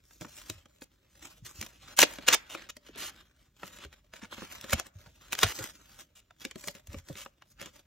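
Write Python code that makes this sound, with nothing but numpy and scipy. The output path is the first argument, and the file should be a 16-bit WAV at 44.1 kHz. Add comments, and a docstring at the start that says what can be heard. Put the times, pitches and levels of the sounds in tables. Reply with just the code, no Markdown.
"""Two hands tear open a stiff paperboard sleeve close to a phone, over the still air of a small room.
Fingers first rub (noise with stick-slip grip) and tap (bursts of fibre noise and ringing modes); the
sheet thumps and the board knocks (fluttering, damped sines). Near 2 s its glued seam gives way in two
rips of jerky crackle; a plastic card is worked loose, snaps free near 5.4 s in a burst of fibre noise
and slides off its backing. Noise echoes add laptop, desk and room; the phone's two ports hear it all."""
import sys
import numpy as np
from scipy import signal
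from scipy.fft import rfft, irfft, next_fast_len
from scipy.io import wavfile
from scipy.ndimage import uniform_filter1d, map_coordinates

SR = 44100
rng = np.random.default_rng(int(sys.argv[2]) if len(sys.argv) > 2 else 0)


def file_out(sig):
    """Save sig as 16-bit WAV at sys.argv[1]."""
    # one column per channel
    cols = np.atleast_2d(sig).T
    # limit, then scale
    lim = np.clip(cols, -1, 1)
    pcm = np.round(lim * 32767).astype(np.int16)
    wavfile.write(sys.argv[1], SR, pcm)


N = 346626

# Colour of the still room air: (frequency [Hz], level [dB per Hz])
STILL_SPECTRUM = [(20, -9), (60, -4.5), (250, -6.5), (700, -19.5), (3000, -16), (16000, -20)]
# Colour of the hands' low rumble: (frequency [Hz], level [dB per Hz])
HANDS_SPECTRUM = [(20, -27), (45, 2.5), (80, -3.5), (140, -9.5), (260, -16.5), (700, -46.5)]
# Skin and card sliding on the board, one row a move, levels before the trims in sliding():
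# (start [s], end [s], rub level [dB], hiss level [dB])
SLIDES = [(0.064, 0.2, -79, -66.5), (0.214, 0.276, -63.5, -57.5), (0.287, 0.414, -61, -55),
          (0.435, 0.53, -65, -59), (0.526, 0.612, -66, -68), (0.687, 0.825, -82, -77.5),
          (0.943, .96, -84, -81), (1.119, 1.392, -71, -66.5), (1.223, 1.332, -59.5, -57.5),
          (1.464, 1.693, -61, -56), (1.705, 1.846, -70, -70), (1.823, 1.94, -56.5, -60),
          (2.049, 2.19, -53.5, -54), (2.216, 2.41, -56, -65), (2.426, 2.49, -63.5, -71),
          (2.557, 2.648, -58, -68), (2.863, 2.882, -55, -59.5), (2.96, 3.097, -52.5, -70),
          (3.106, 3.27, -66, -70), (3.367, 3.464, -72, -74.5), (3.596, 3.771, -62, -60.5),
          (3.799, 3.84, -54, -61), (3.9, 3.993, -69.5, -72.5), (4.15, 4.262, -64, -66),
          (4.318, 4.358, -53.5, -57), (4.367, 4.454, -51.5, -54), (4.447, 4.58, -55, -56),
          (4.566, 4.713, -57, -60.5), (4.745, 4.808, -50, -58), (4.828, 4.885, -67.5, -69),
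          (4.955, 5.161, -70, -68.5), (5.214, 5.419, -57.5, -58.5), (5.473, 5.638, -56.5, -48.5),
          (5.627, 5.706, -55.5, -53), (5.734, 5.885, -67, -65), (5.9, 6.028, -62, -57.5),
          (6.409, 6.469, -62.5, -59), (6.579, 6.738, -65, -56), (6.713, 6.785, -64.5, -63.5),
          (6.902, 6.997, -61.5, -61), (7.061, 7.26, -65, -60), (7.483, 7.539, -84, -69),
          (7.606, 7.682, -55, -59.5), (7.753, 7.782, -63.5, -61)]
# Colour of the rubbing: (frequency [Hz], level [dB per Hz])
RUB_SPECTRUM = [(300, -30), (750, -3.5), (1400, 4), (2100, 1.5), (3400, 2), (4600, -3.5), (7000, -17.5),
                (16000, -51)]
# Colour of the sliding hiss: (frequency [Hz], level [dB per Hz])
HISS_SPECTRUM = [(2000, -24.5), (4500, -5), (5600, -1), (7500, 1), (9800, -7.5), (12000, -2), (14000, -10),
                 (16000, -16.5)]
# Colour of the board drumming under the rub: (frequency [Hz], level [dB per Hz])
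DRUM_SPECTRUM = [(70, -10), (170, -2), (300, 4.5), (470, -3.5), (600, 5), (800, -20), (1600, -30.5)]
# How differently the two ports hear the board: (frequency [Hz], relative amount [ratio])
PORT_CONTRAST = [(80, .05), (130, .6), (250, 1), (600, 1.5), (800, 1.5), (1300, .6), (2400, 1.4),
                 (4800, 1.3), (7000, .8), (14000, .6)]
# Colour of the laptop and desk reflections: (frequency [Hz], reflected level [dB])
DESK_COLOUR = [(100, -3.5), (400, 1), (780, 8.5), (1500, -19.5), (2800, 0), (4600, -6.5), (6500, -1.5),
               (10000, -44.5), (16000, -9)]
# Decay of the room: (frequency [Hz], t60 [s])
ROOM_T60 = [(150, 0.25), (1000, 0.76), (3000, 0.13), (8000, 0.13), (16000, 0.34)]
# Colour of the wall reflections: (frequency [Hz], reflected level [dB])
WALL_COLOUR = [(100, -3), (400, -5.5), (600, -4.5), (1100, -8), (2000, -1), (3200, 8.5), (7000, 6),
               (10000, -14), (16000, -7)]
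# Fingers and card edges tapping the board, knock before the trim in contacts():
# (time [s], peak level [dB], brightness [dB per octave], knock level [dB])
TAPS = [(0.1083, -55, -2, -79), (0.2102, -39.5, 3, -40), (0.2175, -41.5, -8, -46),
        (0.2465, -41.5, -14, -45), (0.4979, -29, 2, -39), (0.6564, -52.5, -3, -59),
        (.819, -43.5, -3.5, -48), (1.612, -30.5, 3, -49), (1.6259, -33.5, 0, -45),
        (1.6634, -40.5, 0.5, -56.5), (2.136, -40, 3, -64), (2.1851, -37.5, -4, -43.5),
        (2.5486, -31, -8, -48), (2.6197, -45, -4, -58), (2.767, -42.5, 2.5, -51), (2.958, -49, 3, -53),
        (3.6318, -35, -10.5, -46.5), (3.7864, -45, 0, -53), (3.8484, -42.5, -3.5, -48.5),
        (3.9278, -47, -1, -80), (4.136, -40.5, -1.5, -51), (4.3251, -39, -22, -53), (4.381, -48, -20, -48),
        (4.4203, -40.5, -22, -38.5), (4.523, -40, 5, -59), (4.6114, -38, 4.5, -67),
        (4.6417, -38.5, -2, -41.5), (4.6957, -34.5, 2, -49.5), (4.8662, -45, 5.5, -80),
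        (5.0606, -51, -5, -67.5), (5.5888, -33, 1.5, -38.5), (5.64, -31.5, 4, -48.5),
        (6.3072, -49.5, -5, -73.5), (6.4494, -28.5, 0, -44), (6.511, -38.5, -2.5, -64),
        (6.557, -42.5, -1.5, -40), (6.639, -41, -0.5, -52), (6.6743, -33.5, 3.5, -41),
        (6.682, -29.5, 2, -44.5), (6.75, -44.5, 3, -50.5), (6.871, -45.5, 4.5, -64), (6.9434, -42, -8, -37),
        (7.086, -42.5, 2, -58), (7.099, -60, -19, -39.5), (7.1541, -42.5, -3.5, -50.5),
        (7.2604, -39, -12.5, -56.5), (7.421, -47.5, -4.5, -79), (7.6138, -36.5, 3.5, -45.5),
        (7.625, -40.5, -2, -47.5), (7.6583, -39.5, 1, -50)]
# Glue and fibres giving way: (time [s], peak level [dB], t60 [s], brightness [dB per octave])
SNAPS = [(1.9892, -9, 0.026, 1), (2.0014, -16.5, 0.054, 4.5), (2.0164, -10.5, .012, 1.5),
         (2.0274, -10.5, 0.037, 0), (2.034, -13, 0.0076, -2.5), (2.2809, -22, .016, -0.5),
         (2.2849, -9.5, 0.014, 1), (2.3332, -14, 0.0088, 1.5), (2.3432, -22, 0.015, 2.5),
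         (4.7302, -18.5, 0.012, -9.5), (4.7332, -17, 0.0063, 4.5), (4.7974, -24, 0.0085, 0.5),
         (5.3235, -30, 0.009, 0), (5.3291, -22, 0.021, 1), (5.3513, -30, 0.014, -1),
         (5.389, -23.5, 0.007, 1.5), (5.4123, -41.5, 0.035, 4.5), (5.4306, -19, 0.0064, -5.5),
         (5.4313, -11.5, 0.04, -0.5)]
# Colour of breaking fibres: (frequency [Hz], level [dB per Hz])
CRACK_SPECTRUM = [(100, -28), (300, -6), (490, -5.5), (620, -3), (780, -7), (1100, -0.5), (1900, 1.5),
                  (3400, -0.5), (4700, -4.5), (6200, -3), (9500, -5), (12500, -10), (16000, -23)]
# Bending modes of the board, before random detune and level scatter:
# (frequency [Hz], level [dB], t60 [s])
BOARD_MODES = [(185, -4, 0.032), (227, 2, 0.044), (308.7, 3.5, .045), (399, -8, 0.085), (556, -1.5, 0.069)]
# Low thumps of the flexing sheet and short, higher knocks of the struck board, level before the
# trim in thumps_and_knocks(): (time [s], level [dB], pitch [Hz])
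THUMPS_AND_KNOCKS = [(.211, -36, 164), (.248, -45, 187), (0.498, -39, 106), (0.551, -48, 86),
                     (.821, -48, 527), (1.422, -42, 120), (1.587, -38.5, 105), (2.024, -18, 262),
                     (2.186, -37, 214), (2.289, -50, 113), (2.55, -32, 634), (2.89, -40, 332),
                     (2.957, -42, 297), (3.635, -44, 192.6), (3.852, -43.5, 68.2), (4.227, -35.5, 223),
                     (4.388, -47, 230), (4.423, -40.5, 196), (4.734, -22, 187.5), (4.731, -22.5, 77.6),
                     (4.955, -39.5, 87), (5.064, -48.5, 90), (5.441, -21, 78.4), (5.437, -27, 192),
                     (5.433, -11.5, 535), (5.604, -36, 115), (5.606, -35, 460), (6.454, -30, 302),
                     (6.556, -43, 202), (6.676, -54, 169), (6.883, -36.5, 66.2), (6.943, -44, 119),
                     (6.935, -45, 322), (6.963, -36, 78), (7.098, -36, 739), (7.1, -33.5, 106.8)]
# Rips and quick scrapes, level before the trim in strokes():
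# (start [s], end [s], level [dB], brightness [dB per octave])
STROKES = [(0.809, 0.843, -52, 6), (1.447, 1.478, -46, 3.5), (1.965, 1.984, -37.5, 6.5),
           (1.981, 2.023, -27, 3), (2.02, 2.041, -21, -0.5), (2.031, 2.043, -35.5, -1.5),
           (2.276, 2.333, -28.5, -2), (2.325, 2.351, -18, 0.2), (2.492, 2.557, -43, 0.5),
           (2.689, 2.707, -40.5, 1), (2.971, 3.098, -40, 3.3), (4.214, 4.257, -48, -4.5),
           (4.703, 4.719, -37, 3), (4.721, 4.742, -28.5, 2.5), (4.769, 4.804, -55, -9),
           (5.321, 5.341, -36.5, 9), (5.395, 5.446, -35, 3), (5.424, 5.445, -41, 10),
           (5.441, 5.473, -36.5, -2), (5.463, 5.524, -36, 1), (5.587, 5.638, -47, -10.5),
           (6.151, 6.203, -55.5, 3), (7.161, 7.238, -45, 2)]
# Phase between the two microphone ports: (frequency [Hz], lead of the left port [rad])
PORT_PHASE = [(450, 0), (660, -.6), (850, .5), (1100, -.1), (2000, .15), (3500, .3), (4300, -.4),
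              (4750, -1.9), (5300, 0), (7000, 1.35), (9400, 3.05), (11000, 3.25), (13000, 4.8),
              (14000, 6.2)]

# low rumble: level [dB] at a rub row of -60 dB, dB per dB of rub, inertia [s]
RUMBLE_DB, RUMBLE_FOLLOWS, RUMBLE_LAG_S = -63, 0.34, 0.17
# drumming board: level [dB] at a rub row of -60 dB, dB per dB of rub
DRUM_DB, DRUM_FOLLOWS = -65.5, .65
# fingers merely holding the board, before the trims in sliding()
GRIP_RUB_DB, GRIP_HISS_DB = -83, -87
# time to rise or fall by 20 dB [s]; drop from mid-move to its ends [dB]
SLIDE_ATTACK_S, SLIDE_RELEASE_S, SLIDE_ARCH_DB = 0.037, .045, 3
# faint ticks under sliding fingers: rate [per s], peak and knock over the rub row [dB]
TICKS_PER_S, TICK_DB, TICK_KNOCK_DB = 11, 2.5, -0.5
# their level scatter either way [dB] and brightness [dB per octave]
TICK_SCATTER_DB, TICK_TILT_DB = 5, -6
TAP_T60_S = .019
SNAP_KNOCK_DB = -26  # knock relative to the snap, before the trim in contacts()
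# higher and louder thumps and knocks die sooner: t60 [s] at 100 Hz and a row level of -35 dB,
# power of the pitch, dB of t60 lost per dB of level
RING_T60_S, RING_PITCH_POWER, RING_GRIP = .115, 0.72, 0.19
TOP_HZ = 15900  # upper band edge of the phone


def amp(db):
    """Decibels as a linear gain."""
    return 10 ** (np.asarray(db) / 20)


def unit(x):
    """Scale a sound to rms 1."""
    return x / np.sqrt(np.mean(x ** 2) + 1e-20)


def along(points, hz):
    """Read a table of (frequency, value) on a log frequency axis."""
    f, v = np.transpose(points)
    return np.interp(np.log(hz + 1), np.log(f), v)


def random_curve(knots, position):
    """A smooth random curve through the given number of knots, read at knot positions."""
    return map_coordinates(rng.standard_normal(knots), [position])


def wobble(rate):
    """A smooth random curve over the whole scene, rate knots a second."""
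    return random_curve(int(N * rate / SR) + 4, np.arange(N) * rate / SR)


def filtered(x, response):
    """Shape a sound with a response given as a function of frequency."""
    m = next_fast_len(N + SR // 2)
    hz = np.fft.rfftfreq(m, 1 / SR)
    return irfft(rfft(x, m) * response(hz), m)[..., :N]


def coloured(x, spectrum):
    """Give a sound the colour of a table, at rms 1."""
    return unit(filtered(x, lambda hz: amp(along(spectrum, hz))))


def add(track, s, sound):
    """Mix a sound into the stereo track at s seconds."""
    part = track[:, max(round(s * SR), 0):][:, :sound.shape[-1]]
    part += sound[..., :part.shape[-1]]


def fibres(size, scatter_db):
    """Dense tiny slips as noise at rms 1, most of them weak and a few strong."""
    strength = np.minimum(rng.exponential(size=size), 4)
    return unit(rng.standard_normal(size) * amp(scatter_db * strength))


def background(rub, still_db=-80):
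    """The hands rumble faintly as they move, over the still air of the room."""
    effort_db = uniform_filter1d(rub, int(RUMBLE_LAG_S * SR)) + 60
    rumble_db = RUMBLE_DB + RUMBLE_FOLLOWS * effort_db
    rumble = amp(rumble_db) * coloured(rng.standard_normal(N), HANDS_SPECTRUM)
    still = amp(still_db) * coloured(rng.standard_normal(N), STILL_SPECTRUM)
    return rumble + still


def friction():
    """Rub and hiss curves in dB: each move of the hands sets in, is fastest halfway and dies away."""
    t = np.arange(N) / SR
    rub_power = np.full(N, amp(GRIP_RUB_DB) ** 2)
    hiss_power = np.full(N, amp(GRIP_HISS_DB) ** 2)
    for start, end, rub_db, hiss_db in SLIDES:
        near = slice(max(int((start - .5) * SR), 0), int((end + .5) * SR))
        progress = np.clip((t[near] - start) / (end - start), 0, 1)
        before = np.maximum((start - t[near]) / SLIDE_ATTACK_S, 0)
        after = np.maximum((t[near] - end) / SLIDE_RELEASE_S, 0)
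        speed_db = -SLIDE_ARCH_DB * (2 * progress - 1) ** 2 - 20 * (before + after)
        rub_power[near] += amp(rub_db + speed_db) ** 2
        hiss_power[near] += amp(hiss_db + speed_db) ** 2
    return 10 * np.log10(rub_power), 10 * np.log10(hiss_power)


def catches(rate, catch_db, life):
    """Gain of the friction: now and then a ridge of the board snags for an instant."""
    struck = rng.random(N) < rate / SR
    snags = struck * amp(catch_db) * rng.exponential(size=N)
    return 1 + signal.lfilter([1], [1, -np.exp(-1 / (life * SR))], snags)


def patchy(x, patch_db=2.0, port=.7):
    """The board's resonances shift as the grip moves, and reach each port with a wandering phase."""
    hz, t, z = signal.stft(x, SR, nperseg=512)
    grid = np.meshgrid(np.sqrt(hz) / 4, t * 16, indexing="ij")

    def field():
        """A smooth random surface over frequency and time."""
        return map_coordinates(rng.standard_normal((64, 140)), grid)

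    phase = port * along(PORT_CONTRAST, hz)[:, None] * np.array([field(), field()])
    shifted = z * amp(patch_db * field()) * np.exp(1j * phase)
    return signal.istft(shifted, nperseg=512)[1][:, :N]


def sliding(rub, hiss, rub_db=4.0, hiss_db=3.0, slip_db=3.0, chatter_db=1.5):
    """Surfaces stick and slip as they slide; one shared grip drives hiss, rub and drumming board."""
    drum = DRUM_DB + DRUM_FOLLOWS * (rub + 60)
    grip = amp(slip_db * wobble(45) + chatter_db * wobble(400))
    grip *= catches(rate=84, catch_db=-2.5, life=0.0035)
    out = np.zeros(N)
    for db, spectrum in [(rub + rub_db, RUB_SPECTRUM), (hiss + hiss_db, HISS_SPECTRUM), (drum, DRUM_SPECTRUM)]:
        out += amp(db) * coloured(grip * fibres(N, scatter_db=2.5), spectrum)
    return patchy(out)


def echoes(x, t60s, colour, delay):
    """Diffuse reflections, different at each port, each frequency dying at its own speed."""
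    hz, t, z = signal.stft(rng.standard_normal((2, SR // 2)), SR, nperseg=128)
    decay = amp(-60 * t / along(t60s, hz)[:, None])
    tail = signal.istft(z * decay, SR, nperseg=128)[1]
    tail /= np.linalg.norm(tail, axis=1, keepdims=True)
    wet = signal.fftconvolve(x, tail, axes=1)[:, :N]
    return filtered(wet, lambda hz: amp(along(colour, hz)) * np.exp(-2j * np.pi * hz * delay))


def desk(x, count=4):
    """The paths off the laptop and desk keep changing as the hands move the package."""
    weights = np.array([wobble(7) for _ in range(count)])
    weights /= np.linalg.norm(weights, axis=0)
    return sum(echoes(w * x, [(1000, 0.069)], DESK_COLOUR, delay=0.00074) for w in weights)


def room(x):
    """The walls answer later, as diffuse reflections that die by frequency."""
    return echoes(x, ROOM_T60, WALL_COLOUR, delay=0.0082)


def contact_list(tick_t60=0.004):
    """Ticks by chance, taps and snaps as (time [s], peak [dB], t60 [s], tilt [dB/octave], knock [dB])."""
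    rows = [(s, db, t60, tilt_db, db + SNAP_KNOCK_DB) for s, db, t60, tilt_db in SNAPS]
    rows += [(s, db, TAP_T60_S, tilt_db, knock_db) for s, db, tilt_db, knock_db in TAPS]
    for start, end, rub_db, _ in SLIDES:
        length = end - start
        for chance, place, strength in rng.random(size=(8, 3)):
            if chance < TICKS_PER_S * length / 8:
                db = rub_db + TICK_SCATTER_DB * (2 * strength - 1)
                s = start + place * length
                rows.append((s, db + TICK_DB, tick_t60, TICK_TILT_DB, db + TICK_KNOCK_DB))
    return rows


def crack(tilt_db, modes_db=2.5, port_db=1.0, size=1024):
    """The board's causal answer to one breaking fibre, at both ports."""
    hz = np.fft.rfftfreq(size, 1 / SR)
    # every spot on the board has its own resonances, and each port hears them a little differently
    shared, left, right = [random_curve(80, np.sqrt(hz) / 2) for _ in range(3)]
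    ripple_db = modes_db * shared + port_db * along(PORT_CONTRAST, hz) * np.array([left, right])
    slope_db = tilt_db * np.log2(np.clip(hz, 1400, 12000) / 3000)
    # folding the cepstrum forward gives minimum phase: the sound starts at once
    cepstrum = irfft(np.log(amp(along(CRACK_SPECTRUM, hz) + slope_db + ripple_db)))
    cepstrum[:, 1:size // 2] *= 2
    cepstrum[:, size // 2 + 1:] = 0
    return irfft(np.exp(rfft(cepstrum)))


def mode_ring(after, rise=0.0017):
    """The board's bending modes ring; each contact favours other modes and the grip detunes them."""
    ring = np.zeros(len(after))
    for hz, level, life in BOARD_MODES:
        decay = amp(level + rng.normal(0, 3) - 60 * after / life)
        ring += decay * np.sin(2 * np.pi * hz * np.exp(rng.normal(0, .07)) * after)
    ring *= 1 - np.exp(-after / rise)
    return ring / np.abs(ring).max()


def contacts(rise=0.00076, knock_db=3, scatter_db=4.5, lead_db=-21, lead_t60=0.047):
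    """Each tick, tap or snap is a short avalanche of fibres that also rings the board's modes."""
    out, t = np.zeros((2, N)), np.arange(-SR // 50, SR // 8) / SR
    after = np.maximum(t, 0)
    for s, db, t60, tilt_db, board_db in contact_list():
        # the edge starts to slip just before it lets go
        slip = amp(lead_db - 60 * np.abs(t) / lead_t60) * (t < rise)
        release = np.minimum(after / rise, 1) ** 2 * amp(-60 * after / t60)
        avalanche = fibres(len(t), scatter_db) * np.maximum(slip, release)
        burst = signal.fftconvolve(avalanche[None], crack(tilt_db), axes=1)
        # peak of the short-term rms, over 1.5 ms
        peak = np.sqrt(uniform_filter1d(np.mean(burst ** 2, axis=0), size=66).max())
        add(out, s + t[0], amp(db) * burst / peak)
        add(out, s + t[0], amp(board_db + knock_db) * mode_ring(after))
    return out


def thumps_and_knocks(rise=0.0029, level_db=2, flutter=.25):
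    """Each thump or knock rings for a few uneven cycles as a fluttering, damped sine."""
    out, t = np.zeros((2, N)), np.arange(SR // 3) / SR
    for s, db, hz in THUMPS_AND_KNOCKS:
        t60 = RING_T60_S * (100 / hz) ** RING_PITCH_POWER * amp(-RING_GRIP * (db + 35))
        drift, twist = [random_curve(64, t * 150) for _ in range(2)]
        phase = 2 * np.pi * np.cumsum(hz * np.exp(flutter * drift)) / SR
        # the two ports hear the ring with opposite, wandering phase shifts
        ring = np.sin(phase + np.outer([1, -1], .5 * along(PORT_CONTRAST, hz) * twist))
        envelope = (1 - np.exp(-t / rise)) * np.exp(-np.log(1000) * t / t60)
        add(out, s, amp(db + level_db) * ring * envelope)
    return out


def strokes(edge=0.001, soft=0.065, level_db=-0.5, jerk_db=2, arch_db=4, scatter_db=4.5):
    """A running tear or scrape breaks fibres in uneven jerks, fastest in the middle of the pull."""
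    out, t = np.zeros((2, N)), np.arange(SR // 5) / SR
    for start, end, db, tilt_db in STROKES:
        length = end - start
        fade = max(edge, soft * length)
        pull = np.clip(np.minimum(t, length + fade - t) / fade, 0, 1)
        pull *= amp(-arch_db * np.minimum(2 * t / length - 1, 1) ** 2)
        jerks = amp(jerk_db * random_curve(128, t * 600))
        slips = jerks * fibres(len(t), scatter_db)
        crackle = unit(signal.fftconvolve(slips[None], crack(tilt_db), axes=1)[:, :len(t)])
        add(out, start, amp(db + level_db) * pull * crackle)
    return out


def scene():
    """The package with its near and far reflections, plus the dry thumps, knocks and background."""
    rub, hiss = friction()
    package = sliding(rub, hiss) + contacts() + strokes()
    near = amp(-7.5) * desk(package)
    far = amp(-20.5) * room(package)
    return background(rub) + package + near + far + thumps_and_knocks()


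def record(dry, low_hz=36):
    """The phone's ports hear the sound out of step; it cuts deep bass, rounds peaks, limits the band."""
    ports = filtered(dry, lambda hz: np.exp(.5j * np.outer([1, -1], along(PORT_PHASE, hz))))
    bass_cut = signal.butter(N=3, Wn=low_hz, btype="high", fs=SR, output="sos")
    ports = signal.sosfilt(bass_cut, ports)
    rounded = ports / (1 + np.abs(ports / .9) ** 8) ** (1 / 8)
    return filtered(rounded, lambda hz: 1 / np.sqrt(1 + (hz / TOP_HZ) ** 240))


dry = scene()
out = record(dry)
file_out(out)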